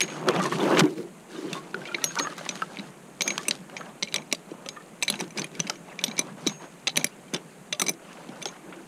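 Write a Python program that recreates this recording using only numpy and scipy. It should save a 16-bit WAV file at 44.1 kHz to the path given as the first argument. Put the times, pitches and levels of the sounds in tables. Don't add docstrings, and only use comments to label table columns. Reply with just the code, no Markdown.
import sys
import numpy as np
from scipy import signal
from scipy.fft import rfft, irfft, next_fast_len
from scipy.io import wavfile
from scipy.ndimage import uniform_filter1d

SR = 44100
rng = np.random.default_rng(int(sys.argv[2]) if len(sys.argv) > 2 else 0)


def digitize_waveform(pressure):
    field = np.atleast_2d(pressure).T
    bounded = np.clip(field, -1, 1)
    quanta = np.round(bounded * 32767).astype(np.int16)
    wavfile.write(sys.argv[1], SR, quanta)


N = 391166


def clinks():
    # (time [s], level [dB], levels of four mode groups, low to high [4 x dB],
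    # pitch favoured by the spot struck in each group [4 x Hz], grip's factor on the ring time, chatter time [s])
    steel_blows = [(0.0054, -9, -4.5, -10, -2, -15, 2190, 3600, 5260, 12600, 0.25, 0.004),
                   (0.0147, -9.5, 4.5, -20, -38, -10.5, 2100, 3600, 6500, 10830, 0.18, 0.0025),
                   (0.031, -20, -15, -18, -11, -20, 2190, 4000, 6450, 7000, 0.83, 0.0027),
                   (0.079, -28, -1, -19, -14, -29, 2110, 4150, 5500, 7080, 0.93, 0.002),
                   (1.8535, -29, 3, -11, -31, -28, 2290, 4300, 6280, 7330, 0.75, 0.0071),
                   (1.8724, -31, -4, -9, -30, -31, 2490, 3220, 6360, 9010, 1, 0.0033),
                   (1.9442, -14.5, -4, -16.5, -9, -53, 2236, 3950, 6070, 8080, 0.63, 0.0045),
                   (2.018, -33, -10, 9, -7, -17, 1980, 3950, 6060, 7290, 0.79, 0.0025),
                   (2.041, -7, -14, -8.5, 0.5, -3, 2940, 4180, 5820, 11140, 0.68, 0.0013),
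                   (2.187, -15, -9, -10.5, -2, -37.5, 2410, 4250, 6420, 8490, 0.95, 0.0022),
                   (2.1947, -15, -12, -12, -22, -19, 1950, 4250, 6060, 7010, 0.63, 0.0022),
                   (2.4902, -13.5, -10, -10.5, -6, -27, 2480, 4010, 5980, 8530, 0.49, 0.002),
                   (2.7705, -26.5, 7, -29, -28, -18, 2120, 3160, 6370, 7570, 0.19, 0.00098),
                   (2.7873, -26, -1, -5, -22, -31, 2150, 3900, 5980, 7810, 1, 0.0019),
                   (2.7956, -23, 1, -13, -29, -27, 2250, 3930, 6010, 7270, 0.35, 0.0026),
                   (3.2081, -8.5, 3.5, -8, -5.5, -23, 2230, 3720, 5770, 8000, 0.92, 0.002),
                   (3.2191, -8, -26, -10, -9, -18, 2930, 4200, 6050, 8150, 0.4, 0.0017),
                   (3.2414, -35, -13, -17, -8, -26, 2180, 4230, 6400, 8020, 1, 0.0022),
                   (3.2625, -33, -3, -11, -7, -13, 2310, 3750, 5250, 7140, 0.92, 0.0022),
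                   (3.277, -11.5, -8.5, -13, -8, -15, 2340, 3280, 6200, 7060, 0.5, 0.0026),
                   (3.3039, -14, -5, -15, -18, -24, 2300, 3960, 6180, 7190, 0.53, 0.0028),
                   (3.3214, -31, -16, -14, -16, -21, 2280, 3230, 6330, 8240, 0.84, 0.0022),
                   (3.453, -30, 17, -2, 3, -3, 2290, 3030, 6020, 8270, 0.89, 0.0022),
                   (3.4828, -9, -8, -22, -11.5, -9.5, 2740, 3820, 6130, 8640, 0.6, 0.002),
                   (3.5093, -9.5, -17, -7, -16, -30, 2210, 4640, 5230, 8260, 0.4, 0.0019),
                   (3.7658, -23.5, 1, -12, -9, -29, 2180, 3140, 5840, 7470, 0.3, 0.0066),
                   (3.7792, -33, 2, -15, -12, -36, 1920, 3130, 6130, 7200, 0.4, 0.0022),
                   (4.025, -10, -9.5, -16.5, -12, -54.5, 2160, 4450, 5960, 8320, 0.75, 0.0027),
                   (4.0308, -10, -33, -7, -7, -33, 2150, 4100, 5860, 8030, 0.47, 0.00069),
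                   (4.048, -33, -10, -4, -20, -22, 2200, 4000, 5980, 8010, 1, 0.0028),
                   (4.073, -31.5, 3, -17, -22, -29, 2350, 3000, 6190, 8830, 1, 0.0025),
                   (4.084, -29.5, -2, -16, -20, -29, 2320, 3970, 5990, 7670, 0.9, 0.002),
                   (4.117, -40, -10, -6, -6, -20, 2300, 3900, 6000, 8000, 0.45, 0.0014),
                   (4.124, -28.5, 7, 3, -9, -14, 2830, 3800, 6270, 8390, 0.75, 0.0022),
                   (4.1419, -10, -15, -7, -22, -15, 2350, 3750, 6160, 7630, 0.57, 0.0011),
                   (4.159, -11.5, -3, -11, -6.5, -19, 2330, 3340, 5730, 8090, 0.56, 0.0025),
                   (4.1822, -25.5, -4, -17, -20, -31, 2340, 3840, 5970, 8290, 0.64, 0.002),
                   (4.219, -37, -1, -22, -22, -24, 2210, 3870, 6130, 8280, 0.54, 0.002),
                   (4.3138, -26, 5, -5, -15, -16, 2300, 3970, 6030, 7800, 0.71, 0.0045),
                   (4.326, -5, -3, -15.5, -10, -13, 2460, 3900, 5700, 7870, 0.41, 0.0022),
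                   (4.348, -24, -36, -2, -17, -16, 2320, 4680, 6040, 8250, 0.65, 0.0022),
                   (4.511, -41, -11, -12, -18, -27, 2490, 3120, 5710, 8000, 0.91, 0.0027),
                   (4.661, -26, 3.5, -9, -10, -22, 2080, 3140, 6350, 8020, 1, 0.003),
                   (4.688, -18, -16, -11.5, -6.5, -24, 2300, 3750, 6740, 8020, 0.7, 0.0013),
                   (5.0155, -39, -6, -8, -7, -10, 2300, 3900, 6000, 9560, 0.92, 0.0017),
                   (5.0244, -10, -2, -6.5, -17, -12, 2600, 3600, 6440, 7980, 1, 0.0029),
                   (5.0305, -13, 0, -31, -2, -18, 2350, 3730, 6400, 8020, 0.77, 0.0018),
                   (5.048, -28, 1, 2, 6, -9, 2130, 3540, 6300, 8050, 1, 0.0022),
                   (5.08, -13.5, -1, -7, -19, -17, 2330, 4100, 6060, 8050, 0.66, 0.0041),
                   (5.1, -6, -19, -11, -21, -16, 2240, 4070, 6300, 10730, 0.44, 0.0033),
                   (5.124, -23.5, -18, -5, -13, -21, 2150, 3740, 6380, 8290, 0.4, 0.002),
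                   (5.1397, -22.5, -1, -8, -18, -34, 2640, 3360, 6100, 7040, 0.68, 0.0016),
                   (5.154, -31, -7, -15, -15, -19, 2750, 3800, 5960, 8180, 1, 0.002),
                   (5.1914, -27, 3, -9, -8, -10, 2200, 3880, 5800, 8460, 0.82, 0.0028),
                   (5.201, -20.5, 2.5, -18, -3, -12, 2300, 3900, 5970, 10560, 1, 0.0018),
                   (5.2082, -18, -13, -19, -18, -26, 2490, 3670, 5700, 8250, 0.46, 0.0014),
                   (5.306, -32, -1, -20, -14.5, -17, 2200, 4150, 6260, 8450, 0.81, 0.0017),
                   (5.374, -23, -6, -5, -11, -17, 2390, 4900, 4950, 7950, 1, 0.0031),
                   (5.382, -19, -4.5, -19, -14, -25, 2420, 3930, 5900, 8250, 0.7, 0.0036),
                   (5.3949, -17.5, -9, -15, -5, -17, 2500, 3600, 6300, 8200, 0.94, 0.002),
                   (5.4178, -20.5, -8, -8, -17, -28, 2900, 4530, 5120, 7060, 0.5, 0.0018),
                   (5.443, -20, -5, -17, -23, -16, 2430, 3150, 6040, 9300, 0.56, 0.0012),
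                   (5.551, -32.5, -8, -15, -21, -20, 2190, 3320, 5350, 7060, 0.92, 0.0022),
                   (5.6012, -9, -13, -14, -14, -32, 2920, 3300, 6000, 8520, 0.57, 0.0012),
                   (5.6688, -25.5, 3, -12, -11, -21, 2540, 3930, 5060, 7000, 1, 0.002),
                   (5.6742, -23, 5, 2, 2, -12, 2260, 3080, 5070, 9590, 0.52, 0.0022),
                   (5.698, -10, -6.5, -8, -2, -25, 3000, 3080, 5300, 7530, 0.58, 0.0024),
                   (5.7558, -35, -8, -15, -19, -25, 2210, 2980, 5820, 7430, 0.92, 0.0022),
                   (5.99, -20, 5, -7, -8, -29, 2380, 3770, 6050, 9440, 0.27, 0.0039),
                   (6.012, -34, 10, 16, 7, 6, 2310, 3630, 6000, 8270, 1, 0.0022),
                   (6.039, -8, -32, -15, -15.5, -24.5, 2710, 3544, 5680, 8260, 0.54, 0.0038),
                   (6.0627, -29, -7, -7, -26, -19, 2170, 3770, 5880, 12000, 1, 0.004),
                   (6.0804, -23.5, -12, -7, -13, -25, 2310, 3780, 5930, 8110, 0.63, 0.0021),
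                   (6.113, -26, -4, -13, -17, -31, 2340, 3850, 5900, 8430, 0.81, 0.0026),
                   (6.1667, -30, -9, -17, -16, -30, 2130, 4000, 5860, 7070, 1, 0.0022),
                   (6.179, -20, 7, -8, 2, -18, 2320, 3900, 5000, 8090, 1, 0.0036),
                   (6.1906, -6.5, -13, -15.5, -6, -17, 2350, 4030, 6000, 9400, 0.65, 0.0031),
                   (6.212, -29, -5, -11, -22, -15, 2270, 3900, 6030, 8030, 0.78, 0.0022),
                   (6.4656, -16.5, -25, -4, -10, -22, 2130, 3970, 5200, 7540, 1, 0.0089),
                   (6.4717, -7.5, -17, -14.5, -4.5, -21, 2340, 3900, 5910, 8400, 0.51, 0.0022),
                   (6.495, -26, -10, -17, -12, -29, 2120, 3580, 6080, 12600, 1, 0.0025),
                   (6.8706, -9, -9, -7, -22, -30, 2670, 3600, 5170, 7370, 0.84, 0.003),
                   (6.8765, -9.5, -15, -11, -15.5, -33, 2260, 3770, 6170, 8000, 0.51, 0.0025),
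                   (6.8924, -24, -14, 0, -18, -35, 2730, 3940, 5530, 8010, 0.6, 0.0022),
                   (6.898, -29, -10, -4, -14, -33, 2730, 3920, 5530, 8010, 0.6, 0.002),
                   (6.916, -38, -20, -2, -22, -33, 2730, 3920, 5530, 8010, 1, 0.0033),
                   (6.9583, -16.5, -15, -7, -17, -28, 2880, 3150, 6050, 8160, 0.35, 0.002),
                   (6.9682, -11.5, -8, -12, -9, -5, 2240, 3290, 6230, 10800, 0.65, 0.0033),
                   (6.9735, -5, -9, -17, -12.5, -21, 2580, 3960, 5900, 9450, 0.28, 0.0017),
                   (6.994, -29, -15, -12, -9, -21, 2670, 3480, 5950, 10500, 1, 0.0022),
                   (7.011, -26.5, -4, -9, -16, -27, 2240, 3270, 6010, 10400, 0.85, 0.0016),
                   (7.021, -42, -10, -10, -10, -7, 2300, 3900, 6000, 10560, 0.6, 0.002),
                   (7.0295, -36, -8, -4, -8, -17, 2480, 3890, 6000, 8140, 1, 0.0018),
                   (7.0436, -7, -7, -19, -6, -6.5, 2340, 3950, 5850, 11500, 0.55, 0.0012),
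                   (7.066, -28, -26, 0, -19, -9, 2310, 4770, 5680, 10100, 0.91, 0.0024),
                   (7.281, -44, -12, -6, -23, -17, 2330, 3140, 6340, 8240, 1, 0.0022),
                   (7.3375, -17.5, -9, -14, -14, -19.5, 2350, 3520, 6450, 9600, 0.9, 0.00073),
                   (7.345, -12.5, -23, -8, -13, -24, 2330, 3560, 5370, 8100, 1, 0.0014),
                   (7.363, -22, -7, -13, -16, -31, 2170, 3460, 5730, 8030, 1, 0.0019),
                   (7.7251, -12, -7, -9.5, -12, -28.5, 2790, 3570, 6250, 9400, 1, 0.0043),
                   (7.747, -30, -10, -9, -20, -29, 2620, 3430, 5980, 7150, 1, 0.0022),
                   (7.7961, -10.5, -8, -15.5, -15, -13, 2020, 3720, 6070, 7300, 0.95, 0.0029),
                   (7.8169, -6, -10, -16.5, -17, -13, 2220, 4200, 5900, 8230, 0.31, 0.0032),
                   (7.839, -29, -13, -20, -19, -15, 1950, 3980, 5100, 9000, 1, 0.0024),
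                   (7.864, -20, -12, -10, -16, -24, 2170, 4980, 6000, 8180, 1, 0.0034),
                   (7.883, -11, -7, -16, -4, -20, 2320, 4000, 6140, 8180, 1, 0.0026),
                   (7.8926, -9.5, -10.5, -27, -9, -14, 2380, 3980, 5930, 9060, 1, 0.0021),
                   (7.913, -35, -18, -22, -26, 0, 2300, 3760, 6030, 10500, 0.92, 0.0022),
                   (7.936, -41, -15, -17, -10, -17, 2330, 3970, 5370, 7660, 1, 0.0022),
                   (8.2886, -37.5, -3, -3, -21, -21, 2290, 3250, 6070, 7070, 1, 0.002),
                   (8.417, -31, -2, -8, -24, -16, 2320, 3520, 5160, 8330, 1, 0.0025),
                   (8.4253, -22.5, -4, -8, -2, -16, 2760, 3540, 6270, 9600, 0.9, 0.0021),
                   (8.4558, -13, -15, -12, -11, -31.5, 2140, 3440, 5470, 8400, 0.7, 0.0011),
                   (8.47, -30, -21, -11, -17, -21, 2290, 3500, 6300, 8030, 1, 0.0022),
                   (8.4856, -29.5, -13, -7, -13, -28, 2330, 3500, 6360, 8100, 1, 0.0028)]
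    # (pitch [Hz], level [dB], time to fall 60 dB before the grip acts [s])
    spanner_modes = [(2166, -17, 0.24), (2322, 0.5, 0.042), (2720, 4.5, 0.015), (3140, 2, 0.034),
                     (3533, 1.5, 0.027), (3800, -8, 0.05), (3962, 4.5, 0.043), (4230, 6.5, 0.017),
                     (4770, -0.5, 0.035), (5270, 12, 0.0053), (6100, 3, 0.044), (6260, -9, 0.067),
                     (7590, -5, 0.023), (8130, -0.5, 0.034), (8890, -2.5, 0.054), (9700, 10.5, 0.015),
                     (10400, 2.5, 0.044), (12640, -4.5, 0.015), (13360, 1, 0.033), (13650, -12, 0.013)]
    # (pitch [Hz], level relative to the blow [dB], time to fall 60 dB [s])
    trunk_modes = [(583, -23.5, 0.062), (423, -21.5, 0.033), (905, -1, 0.0036)]
    group_tops = [3000, 5000, 7000]
    group_centres = [2170, 3870, 5700, 8840]
    grip_closes_s, gripped_t60_s = 0.0063, 0.06
    rattle_db, crack_db = -26.5, -3
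    hard_hz, softening = 19100, 0.27

    out, t = np.zeros(N), np.arange(3000) / SR
    hz, db, t60 = np.transpose(spanner_modes)
    group = np.searchsorted(group_tops, hz)
    thunk = sum(amp(level - 60 * t / ring_s) * np.sin(2 * np.pi * f * t) for f, level, ring_s in trunk_modes)
    thunk *= 1 - np.exp(-t / 0.00097)
    chances = rng.standard_normal((len(steel_blows), 2, len(hz)))
    noises = rng.standard_normal((len(steel_blows), 3, len(t)))

    for row, (place, detune), (grit, hiss, loose) in zip(steel_blows, chances, noises):
        (s, blow_db), groups_db, favoured, (grip, chatter) = np.split(np.array(row), [2, 6, 10])
        low_db, top_db, loudest_db = groups_db[0], groups_db[-1], max(groups_db)

        distance = abs(np.log2(hz[:, None] / favoured))
        away_octaves = distance.min(axis=1)
        level_db = db + groups_db[group] - np.minimum(80 * away_octaves, 16) + 2.7 * place
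        tuned = hz * (1 + 0.0095 * detune)
        tuned[distance.argmin(axis=0)] = favoured
        decay_db = -60 * t / (np.clip(grip, .2, 6) * t60[:, None])
        decay_db = decay_db - 60 * np.maximum(t - grip_closes_s, 0) / gripped_t60_s
        modes = amp(level_db[:, None] + decay_db) * np.sin(2 * np.pi * tuned[:, None] * t)
        ring = modes.sum(0)

        colour = [(1000, low_db - 6.5), *zip(group_centres, groups_db), (15000, top_db - 34)]
        crack = amp(crack_db + loudest_db - 60 * t / 0.0088) * tinted(hiss, colour)
        crack *= 1 - np.exp(-t / 0.00014)

        contact = 0.17 * grit ** 3 * np.exp(-t / max(chatter, 1e-4))
        contact *= 1 - np.exp(-t / 0.00026)
        contact[20] += 1.3
        contact = flattened(contact, 9)
        contact *= np.exp(-t / max(4 * chatter, 1e-4))
        rebounds = amp(rattle_db) * np.sign(loose) * (abs(loose) > 2.4) * np.exp(-t / 0.016)
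        rattle = signal.lfilter([1], [1, -.4], rebounds)
        drive = contact / np.linalg.norm(contact) + rattle

        blow = signal.fftconvolve(ring + crack, drive)[:len(t)]
        soft_hz = np.clip(hard_hz * amp(softening * (top_db - loudest_db)), 3000, 20000)
        blow = signal.lfilter(*signal.butter(3, [2000, soft_hz], "band", fs=SR), blow)
        add(out, s, amp(blow_db) * (blow / abs(blow).max() + thunk))
    return out


def pings():
    # (time [s], levels of the six modes [6 x dB])
    free_blows = [(2.0418, -45, -60, -34, -50, -50, -50), (3.2086, -38, -60, -58, -58, -55, -55),
                  (3.2201, -50, -60, -42, -58, -55, -55), (4.029, -34, -66, -70, -70, -70, -70),
                  (4.1584, -32, -60, -58, -58, -50, -50), (4.327, -60, -50, -60, -60, -42, -42),
                  (5.026, -24, -50, -60, -55, -44, -42), (5.032, -60, -60, -48, -60, -55, -50),
                  (5.081, -42, -44, -58, -60, -52, -48), (5.0998, -31, -55, -46, -55, -36, -42),
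                  (5.6999, -55, -60, -58, -49, -55, -55), (6.0387, -40, -60, -34, -57, -55, -55),
                  (6.4754, -50, -60, -55, -46, -50, -36), (6.8703, -38, -60, -60, -58, -60, -60),
                  (6.97, -50, -34, -43, -55, -33, -45), (7.0445, -55, -50, -48, -55, -40, -40),
                  (7.7975, -55, -29, -55, -60, -46, -50), (7.818, -40, -55, -40, -60, -39, -48),
                  (7.8935, -55, -55, -55, -50, -44, -23), (8.456, -40, -60, -58, -58, -55, -55)]
    # (pitch [Hz], time to fall 60 dB [s])
    free_modes = [(8060, 0.047), (9640, 0.051), (12000, 0.089), (12600, .07), (13300, .026), (13800, .025)]
    out = np.zeros(N)
    for (hz, t60), levels in zip(free_modes, np.transpose(free_blows)[1:]):
        table = [(row[0], db, hz, t60) for row, db in zip(free_blows, levels)]
        out += thumps(table, rise_s=0.00064, rough=0)
    return out


def singing():
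    # (time [s], level [dB], time to fall 60 dB while free [s], time it rings free [s])
    eye_rings = [(0.017, -18, 0.069, .05), (.04, -51, .5, 0.022), (.078, -45.5, 0.53, .2),
                 (1.95, -60, .6, .07), (2.043, -34, 0.98, 0.052), (2.2, -36.5, .9, 0.026),
                 (2.222, -30.5, 0.13, 0.023), (2.492, -50.5, 0.86, 0.11), (3.21, -35, 0.47, 0.065),
                 (3.279, -30, 0.25, 0.16), (3.77, -47, 0.22, .12), (4.16, -51, .4, 0.045),
                 (4.69, -48, 0.23, .12), (5.102, -54, .9, .1), (5.21, -64, .5, 0.065),
                 (5.42, -60, .2, .015), (5.436, -42, 0.092, .01), (5.604, -58, .3, .03),
                 (5.735, -58, 0.5, .06), (6.042, -51, 0.87, 0.098), (6.473, -42, 0.54, .35),
                 (6.975, -42, 0.34, 0.033), (8.456, -37, 0.26, 0.031)]
    eye_hz, waver_hz = 6530, 11
    rise_s, touched_t60_s = 0.0021, 0.14

    loudness, t = np.zeros(N), np.arange(SR // 2) / SR
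    for s, db, t60, free in eye_rings:
        fall_db = 60 * t / t60 + 60 * np.maximum(t - free, 0) / touched_t60_s
        add(loudness, s, amp(db - fall_db) * (1 - np.exp(-t / rise_s)))
    waver = evened(uniform_filter1d(rng.standard_normal(N), size=4000))
    phase = 2 * np.pi * np.cumsum(eye_hz + waver_hz * waver) / SR
    return np.sqrt(2) * loudness * np.sin(phase)


def knocks():
    # (time [s], peak [dB], pitch [Hz], time to fall 60 dB [s],
    # second pitch [Hz], its level relative to the first [dB], scraping time [s])
    wood_knocks = [(0.352, -28.5, 3400, .03, 2700, -8, 0.007), (0.399, -19, 1198, 0.089, 1920, -15, 0.0056),
                   (0.441, -22, 1150, .04, 1800, -13, .004), (0.455, -16, 1060, 0.061, 1790, -2.5, 0.0069),
                   (0.522, -16, 1130, 0.025, 1860, -6.5, 0.013), (0.6, -29.5, 3460, 0.038, 2600, -13, .015),
                   (1.344, -41, 1203, 0.13, 1620, -7, .03), (1.362, -39.5, 3650, 0.075, 3030, -4, 0.017),
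                   (1.42, -40, 1105, 0.059, 1720, -8, 0.0087),
                   (1.531, -16.5, 2680, 0.014, 3520, 2.5, 0.0023),
                   (1.552, -28, 1090, 0.096, 3600, -15, .015), (1.744, -18, 1450, 0.044, 3130, -19, 0.0021),
                   (1.816, -33, 1550, 0.043, 2380, -17, 0.0033),
                   (1.886, -29.5, 1355, 0.065, 2410, -5, .008), (1.915, -30, 2420, 0.072, 1410, 7, 0.0059),
                   (1.983, -26.5, 1580, 0.05, 1280, -1, 0.0037),
                   (2.018, -32.5, 1320, 0.13, 1890, -3, 0.0093),
                   (2.106, -30.5, 1580, 0.036, 2620, -10, 0.0043),
                   (2.165, -22.5, 1500, .04, 1180, -4, 0.0044), (2.172, -20.5, 934, 0.069, 1395, 4, 0.01),
                   (2.197, -16.5, 1180, 0.031, 1870, -3, 0.0029),
                   (2.204, -22.5, 534, 0.047, 1290, 1, 0.023),
                   (2.246, -24.5, 1180, 0.068, 1760, -8, 0.0093),
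                   (2.27, -18.5, 1240, 0.025, 1680, -4, 0.0044), (2.305, -38, 1250, .06, 1790, -6, .01),
                   (2.324, -32, 1230, 0.044, 1700, -10, .005), (2.41, -31, 596, 0.018, 960, -17, 0.0031),
                   (2.462, -23, 1050, 0.0067, 1870, 2, 0.0033),
                   (2.6199, -16, 1310, 0.044, 1545, -5.5, 0.0028),
                   (3.39, -30, 1175, 0.047, 1760, -5, 0.0081),
                   (3.809, -27.5, 1290, 0.033, 1620, -3, 0.0031),
                   (3.865, -41, 1600, 0.04, 1290, -8, 0.0055), (4.145, -33.5, 750, 0.041, 1210, 7, 0.0057),
                   (4.328, -29, 660, 0.046, 1140, -5, 0.0048), (4.66, -29.5, 562, 0.047, 1250, -9, .006),
                   (4.762, -35.5, 1750, .04, 1400, -6, 0.0074),
                   (4.769, -32, 1216, 0.068, 1820, -15, 0.0062), (4.805, -40.5, 1790, .04, 1300, -2, .008),
                   (5.028, -30, 1000, 0.036, 740, -2, 0.0061), (5.125, -33, 1280, 0.025, 850, -2, 0.0046),
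                   (5.14, -28.5, 850, 0.021, 1690, -11, 0.0041),
                   (5.206, -21, 830, 0.016, 1500, -14, 0.0057), (5.386, -29, 1010, 0.016, 1630, -5, 0.0078),
                   (5.42, -33, 1820, 0.027, 705, 5, .005), (5.643, -37, 1570, 0.023, 1100, -6, 0.0034),
                   (5.696, -21, 1330, 0.014, 830, -3.5, 0.0059), (6.195, -33, 686, 0.03, 1110, -9, 0.0097),
                   (6.47, -31, 690, 0.035, 1220, 5, 0.0067), (6.88, -27.5, 780, 0.032, 1280, -2, 0.0077),
                   (7.341, -28.5, 1310, 0.034, 900, -6, 0.0062),
                   (7.726, -32.5, 602, 0.094, 1167, -2, 0.0068),
                   (7.801, -25.5, 1320, 0.021, 960, 1, 0.0046), (7.82, -18.5, 1190, 0.027, 780, -5, 0.0034),
                   (7.89, -25.5, 590, 0.024, 900, -24, .008), (8.456, -24, 814, 0.02, 1410, -5, 0.0041)]
    grit_db = -9

    out, t = np.zeros(N), np.arange(5000) / SR
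    grits = rng.standard_normal((len(wood_knocks), len(t)))
    for (s, db, hz, t60, second_hz, second_db, scrape), grit in zip(wood_knocks, grits):
        tones = np.sin(2 * np.pi * hz * t) + amp(second_db) * np.sin(2 * np.pi * second_hz * t)
        ring = tones * amp(-60 * t / max(t60, .005))
        colour = [(0.21 * hz, -24), (hz, 0), (second_hz + hz, -4), (6000, -26)]
        scratch = amp(grit_db - 60 * t / 0.011) * tinted(grit[::-1], colour)

        drive = 0.11 * grit ** 3 * np.exp(-t / max(scrape, 5e-4))
        drive[0] += 0.9
        drive = flattened(drive, 25)
        drive *= np.exp(-t / max(4.9 * scrape, 5e-4))
        knock = signal.fftconvolve(ring + scratch, drive)[:len(t)]
        add(out, s, amp(db) * knock / abs(knock).max())
    return out


def snaps():
    # (time [s], level [dB], treble against body [dB], fading time [s])
    dry_snaps = [(0.222, -38, -19, .003), (0.2387, -32, -19, .003), (0.26, -32, -20, 0.0036),
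                 (0.2865, -5, -10.5, 0.002), (0.308, -22, -7, 0.0022), (0.337, -20, -20, 0.0027),
                 (0.362, -14, -19, 0.0037), (0.395, -22, -3, 0.0043), (0.419, -21, 5, 0.0028),
                 (0.437, -18, 3, 0.0048), (0.46, -19, 3, 0.004), (0.518, -24, -35, 0.0038),
                 (0.525, -30, -4, 0.0015), (0.586, -22, -2, 0.0027), (0.6, -32, -16, .004),
                 (0.645, -33, -15, .003), (0.686, -28, -20, .004), (0.75, -20, -19, 0.0033),
                 (0.7713, -7.5, -36, 0.0076), (0.781, -11, -8, 0.016), (0.7933, -1, -6, 0.0058),
                 (0.8058, -5.5, -27, 0.002), (0.808, -10, -27, 0.0022), (0.835, -24, -15, 0.0075),
                 (0.856, -26, -7, 0.002), (0.89, -46, -9, 0.003), (0.906, -36, -7, 0.0026),
                 (0.98, -33, -14, 0.005), (1.53, -14.5, 4.5, 0.0022), (1.565, -35, -9, 0.0046),
                 (1.744, -28, -18, 0.0028), (1.545, -26, -11, 0.0037), (1.573, -32, -6, .003),
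                 (2.12, -26, -8, .002), (2.155, -16.5, -4, 0.0011), (2.228, -24, -11, .003),
                 (2.381, -17, -13, 0.0022), (2.388, -28, -5, .002), (2.451, -25.5, -3, 0.0049),
                 (2.511, -24, -15, .002), (2.555, -21.5, -6, 0.0022), (2.564, -24, -8, .002),
                 (2.593, -38, -8, .002), (2.62, -32, -16, 0.0029), (3.3793, -6.5, -9, 0.0017),
                 (3.421, -31, 0, .003), (3.431, -27, 2, .004), (3.533, -41, -5, 0.004),
                 (3.698, -29, -37, 0.0028), (5.467, -34, -2, .004), (5.595, -23, -16, .002),
                 (5.633, -46, -5, .003), (8.13, -30.5, -4, 0.0026), (8.725, -29.5, -44, 0.015)]
    out, t = np.zeros(N), np.arange(1500) / SR
    noises = rng.standard_normal((len(dry_snaps), len(t)))
    for (s, db, treble_db, length), noise in zip(dry_snaps, noises):
        colour = [(300, -38), (1200, 3.0), (3000, -3.0), (7000, treble_db), (15000, treble_db - 25.0)]
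        burst = tinted(noise * abs(noise), colour)
        burst = burst * np.exp(-t / max(length, 2e-4))
        add(out, s, amp(db - 3.0) * burst / abs(burst).max())
    return out


def bumps():
    # (time [s], level [dB], pitch [Hz], time to fall 60 dB [s])
    harness_bumps = [(0.287, -13, 363, 0.096), (0.519, -27, 142, 0.085), (0.811, 1, 144, 0.035),
                     (0.837, -8.5, 301, 0.13), (0.868, -28.5, 311, 0.37), (0.984, -25, 350, 0.14),
                     (1.035, -31, 345, 0.16), (1.383, -28, 298, 0.084), (1.741, -28, 384, 0.17),
                     (1.941, -31.5, 348, 0.17), (2.041, -34, 278, 0.087), (2.193, -27, 291, 0.18),
                     (2.492, -25.5, 205, 0.039), (2.784, -25.5, 201, 0.13), (3.205, -20, 203, 0.036),
                     (3.27, -24.5, 278, 0.054), (3.484, -22.5, 222, 0.063), (4.024, -32.5, 205, 0.091),
                     (4.12, -33, 161, 0.055), (4.325, -17.5, 253, 0.027), (4.5155, -14.5, 340, 0.022),
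                     (4.66, -20, 205, 0.016), (5.098, -31, 204, 0.34), (5.379, -24, 167, 0.057),
                     (5.591, -18.5, 151, 0.045), (5.64, -25.5, 211, 0.076), (6.079, -20.5, 217, 0.048),
                     (6.189, -22, 280, 0.055), (6.4645, -5.5, 303, 0.023), (6.466, -24, 191, 0.074),
                     (6.97, -21, 256, 0.073), (7.042, -21, 255, 0.033), (7.334, -0.5, 179, 0.009),
                     (7.815, -21, 208, 0.045), (8.2895, -17, 240, 0.022), (8.457, -26, 403, 0.068)]
    return thumps(harness_bumps, rise_s=0.0035, rough=0.47)


def thumps(table, rise_s, rough):
    out, t = np.zeros(N), np.arange(6000) / SR
    for (s, db, hz, t60), ratio in zip(table, rng.uniform(1.056, 1.35, len(table))):
        tone = np.sin(2 * np.pi * hz * t) + rough * np.sin(2 * np.pi * hz * ratio * t)
        add(out, s, amp(db - 60 * t / max(t60, .005)) * tone * (1 - np.exp(-t / rise_s)))
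    return out


def moves():
    # (pitch [Hz], width [Hz], relative level [dB])
    mount_modes = [(330, 19, 12), (372, 156, 2)]
    # (pitch [Hz], width [Hz], relative level [dB])
    chest_modes = [(150, 18.3, -8), (200, 32, -23.5)]
    # (pitch [Hz], relative level [dB])
    scuff_colour = [(260, 6.5), (450, -4.5), (491, 7), (611, 5), (712, 4.5), (1140, 1), (2200, -20),
                    (2860, -67), (4840, -120)]
    # (pitch [Hz], relative level [dB])
    scrape_colour = [(880, -8), (1500, 2.5), (1620, 1), (1840, -1.5), (3040, -3), (3320, -8), (5000, -25),
                     (6500, -16), (11000, -120)]
    # (pitch [Hz], relative level [dB])
    rustle_colour = [(2350, -2), (4000, 2.5), (5560, -2), (6020, -1), (10400, -10), (14500, -33),
                     (15500, -45)]

    mount = patchy(humps(mount_modes), size=1024, patch_db=1.0, flicker_db=1.0)
    chest = patchy(humps(chest_modes), size=1024, patch_db=3.0, flicker_db=1.0)
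    scuff = patchy(scuff_colour, size=512, patch_db=2.0, flicker_db=1.54)
    scuff = scuff + 0.35 * catches(scuff_colour, 120, spread_db=8.5)
    scrape = patchy(scrape_colour, size=512, patch_db=4.5, flicker_db=2.0)
    scrape = scrape + 0.42 * catches(scrape_colour, 130, spread_db=4.5)
    rustle = patchy(rustle_colour, size=256, patch_db=2.5, flicker_db=1.0)
    rustle = rustle + 0.6 * catches(rustle_colour, 87, spread_db=6.0)
    return (efforts() * [mount, chest, scuff, scrape, rustle]).sum(0)


def efforts():
    # (start [s], length [s], mount level [dB], chest level [dB], rubbing level [dB],
    # treble relative to rubbing [dB])
    rub_moves = [(0, 0.038, -37.5, -32, -38.5, -5), (0.077, 0.11, -46, -47, -38, -12),
                 (0.188, 0.086, -38, -36, -35.5, -30), (0.258, 0.033, -25, -25, -22, -24),
                 (0.315, 0.082, -33, -26.5, -28, -19.5), (0.406, 0.067, -31.5, -30.5, -32.5, -9),
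                 (0.495, 0.063, -34.5, -28, -37, -4), (0.578, 0.1, -24, -33, -29.5, -14),
                 (0.675, 0.12, -25, -38, -22.5, -22), (0.778, 0.078, -26, -49, -34.5, -25),
                 (0.866, 0.063, -35, -45, -59, 5), (0.95, 0.064, -31.5, -43, -60, 5.5),
                 (1.295, 0.13, -40.5, -54, -51, -0.5), (1.414, 0.069, -37, -40, -46, -7),
                 (1.485, 0.093, -40, -48, -43, -6.5), (1.604, 0.11, -51, -55, -50, -12),
                 (1.724, 0.073, -44, -45, -44, -14), (1.8, 0.27, -48.5, -64, -45.5, -9.5),
                 (2.02, 0.19, -57, -47, -57.5, 7), (2.15, 0.17, -48.5, -59, -44.5, -6.5),
                 (2.358, 0.29, -52.5, -70, -47, -4), (2.67, 0.21, -53.5, -61, -48.5, -9.5),
                 (3.237, 0.083, -44.5, -48, -39.5, -11), (3.312, 0.24, -49, -52, -50, -1),
                 (3.7, 0.19, -72, -61, -46.5, -15.5), (4.126, 0.069, -46, -47, -41.5, -24),
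                 (4.486, 0.26, -61, -55, -51.5, -24), (5.06, 0.1, -56, -43.5, -49.5, -2),
                 (5.173, 0.059, -38.5, -35, -45.5, -4.5), (5.346, 0.079, -38, -39, -43, -7.5),
                 (5.524, 0.22, -46, -58, -49.5, -7.5), (5.848, 0.083, -64, -56, -45.5, -16.5),
                 (5.976, 0.33, -53, -46, -46, -16), (6.358, 0.085, -57, -56, -45, -17),
                 (6.403, 0.12, -60, -40, -45, -9), (6.588, 0.062, -60, -58, -43.5, -15.5),
                 (6.94, 0.096, -52, -39, -43, -13), (7.323, 0.02, -31, -53, -32, -16),
                 (7.796, 0.11, -40.5, -39, -44.5, -25), (8.037, 0.21, -68, -60, -48, -14),
                 (8.258, 0.3, -55.5, -65, -48.5, -15), (8.62, 0.19, -47.5, -70, -52.5, -16)]
    # (mount, chest, scuff, scrape, rustle level [dB])
    idle_levels = [-66.5, -50, -56, -63.5, -64.5]
    rise_s, fall_t60_s = 0.026, 0.17
    lead_share = 0.23

    power, t = amp(idle_levels)[:, None] ** 2 * np.ones(N), np.arange(SR) / SR
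    for s, length, mount_db, chest_db, rub_db, treble_db in rub_moves:
        lead = min(s, lead_share * length)
        swell = np.minimum(t / (rise_s + lead), 1) ** 2
        shape = swell * amp(-60 * np.maximum(t - lead - length, 0) / fall_t60_s)
        scrape_db = rub_db + 0.5 * treble_db
        for layer, db in zip(power, [mount_db, chest_db, rub_db, scrape_db, rub_db + treble_db]):
            add(layer, s - lead, (amp(db) * shape) ** 2)
    return np.sqrt(power)


def patchy(points, size, patch_db, flicker_db):
    frames, hz = 4 * N // size + 5, np.fft.rfftfreq(size, 1 / SR)
    real, imaginary, patches = rng.standard_normal((frames, len(hz), 3)).T
    patches = uniform_filter1d(patches, size=5, axis=0)
    patches = evened(uniform_filter1d(patches, size=8, axis=1))
    flicker = evened(uniform_filter1d(rng.exponential(1, frames) - 1, size=3))
    level_db = read(points, hz)[:, None] + patch_db * patches + flicker_db * flicker
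    grid = (real + 1j * imaginary) * amp(level_db)
    return evened(signal.istft(grid, nperseg=size, noverlap=3 * size // 4)[1][:N])


def catches(points, per_s, spread_db):
    sizes = amp(spread_db * np.minimum(rng.exponential(1, N), 2.5))
    ticks = sizes * (rng.random(N) < per_s / SR)
    fading = signal.lfilter([1], [1, -.975], ticks)
    return tinted(fading * rng.standard_normal(N), points)


def humps(modes):
    hz = np.geomspace(60, 1500, num=80)
    height = sum(amp(db) / (1 + (2 * (hz - f) / width) ** 2) for f, width, db in modes)
    return np.transpose([hz, 20 * np.log10(height)])


def air():
    # (pitch [Hz], relative level [dB])
    air_colour = [(20, -18), (50, -15), (105, -22), (135, -9), (200, -2), (400, -1), (1000, -12),
                  (2500, -16), (5200, -38), (6000, -26), (6500, -20), (9000, -20), (13000, -31.5),
                  (15500, -35)]
    return amp(-51) * tinted(rng.standard_normal(N), air_colour)


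def amp(db):
    return 10 ** (np.asarray(db) / 20)


def evened(x):
    return x / np.sqrt(np.mean(x ** 2) + 1e-20)


def add(mix, s, sound):
    part = mix[round(s * SR):][:len(sound)]
    part += sound[:len(part)]


def read(points, hz):
    f, value = np.transpose(points)
    return np.interp(np.log(hz + 1), np.log(f + 1), value)


def tinted(x, points):
    size = next_fast_len(len(x))
    gain = amp(read(points, np.fft.rfftfreq(size, 1 / SR)))
    return evened(irfft(rfft(x, size) * gain, size)[:len(x)])


def flattened(x, size):
    spectrum = rfft(x)
    return irfft(spectrum / np.sqrt(uniform_filter1d(abs(spectrum) ** 2, size=size)), len(x))


def scene():
    steel = clinks() + pings() + singing()
    wood = snaps() + knocks() + bumps()
    handled = steel + wood + moves()
    wind_filter = signal.butter(12, 145.4, "high", fs=SR, output="sos")
    return (signal.sosfilt(wind_filter, handled) + air())[None]


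def record(dry):
    soft = signal.sosfilt(signal.butter(6, 14800, fs=SR, output="sos"), dry)
    band_limit = signal.firwin(511, 16200, window=("kaiser", 9), fs=SR)
    return signal.oaconvolve(soft, band_limit[None], "same")


dry = scene()
out = record(dry)
digitize_waveform(out)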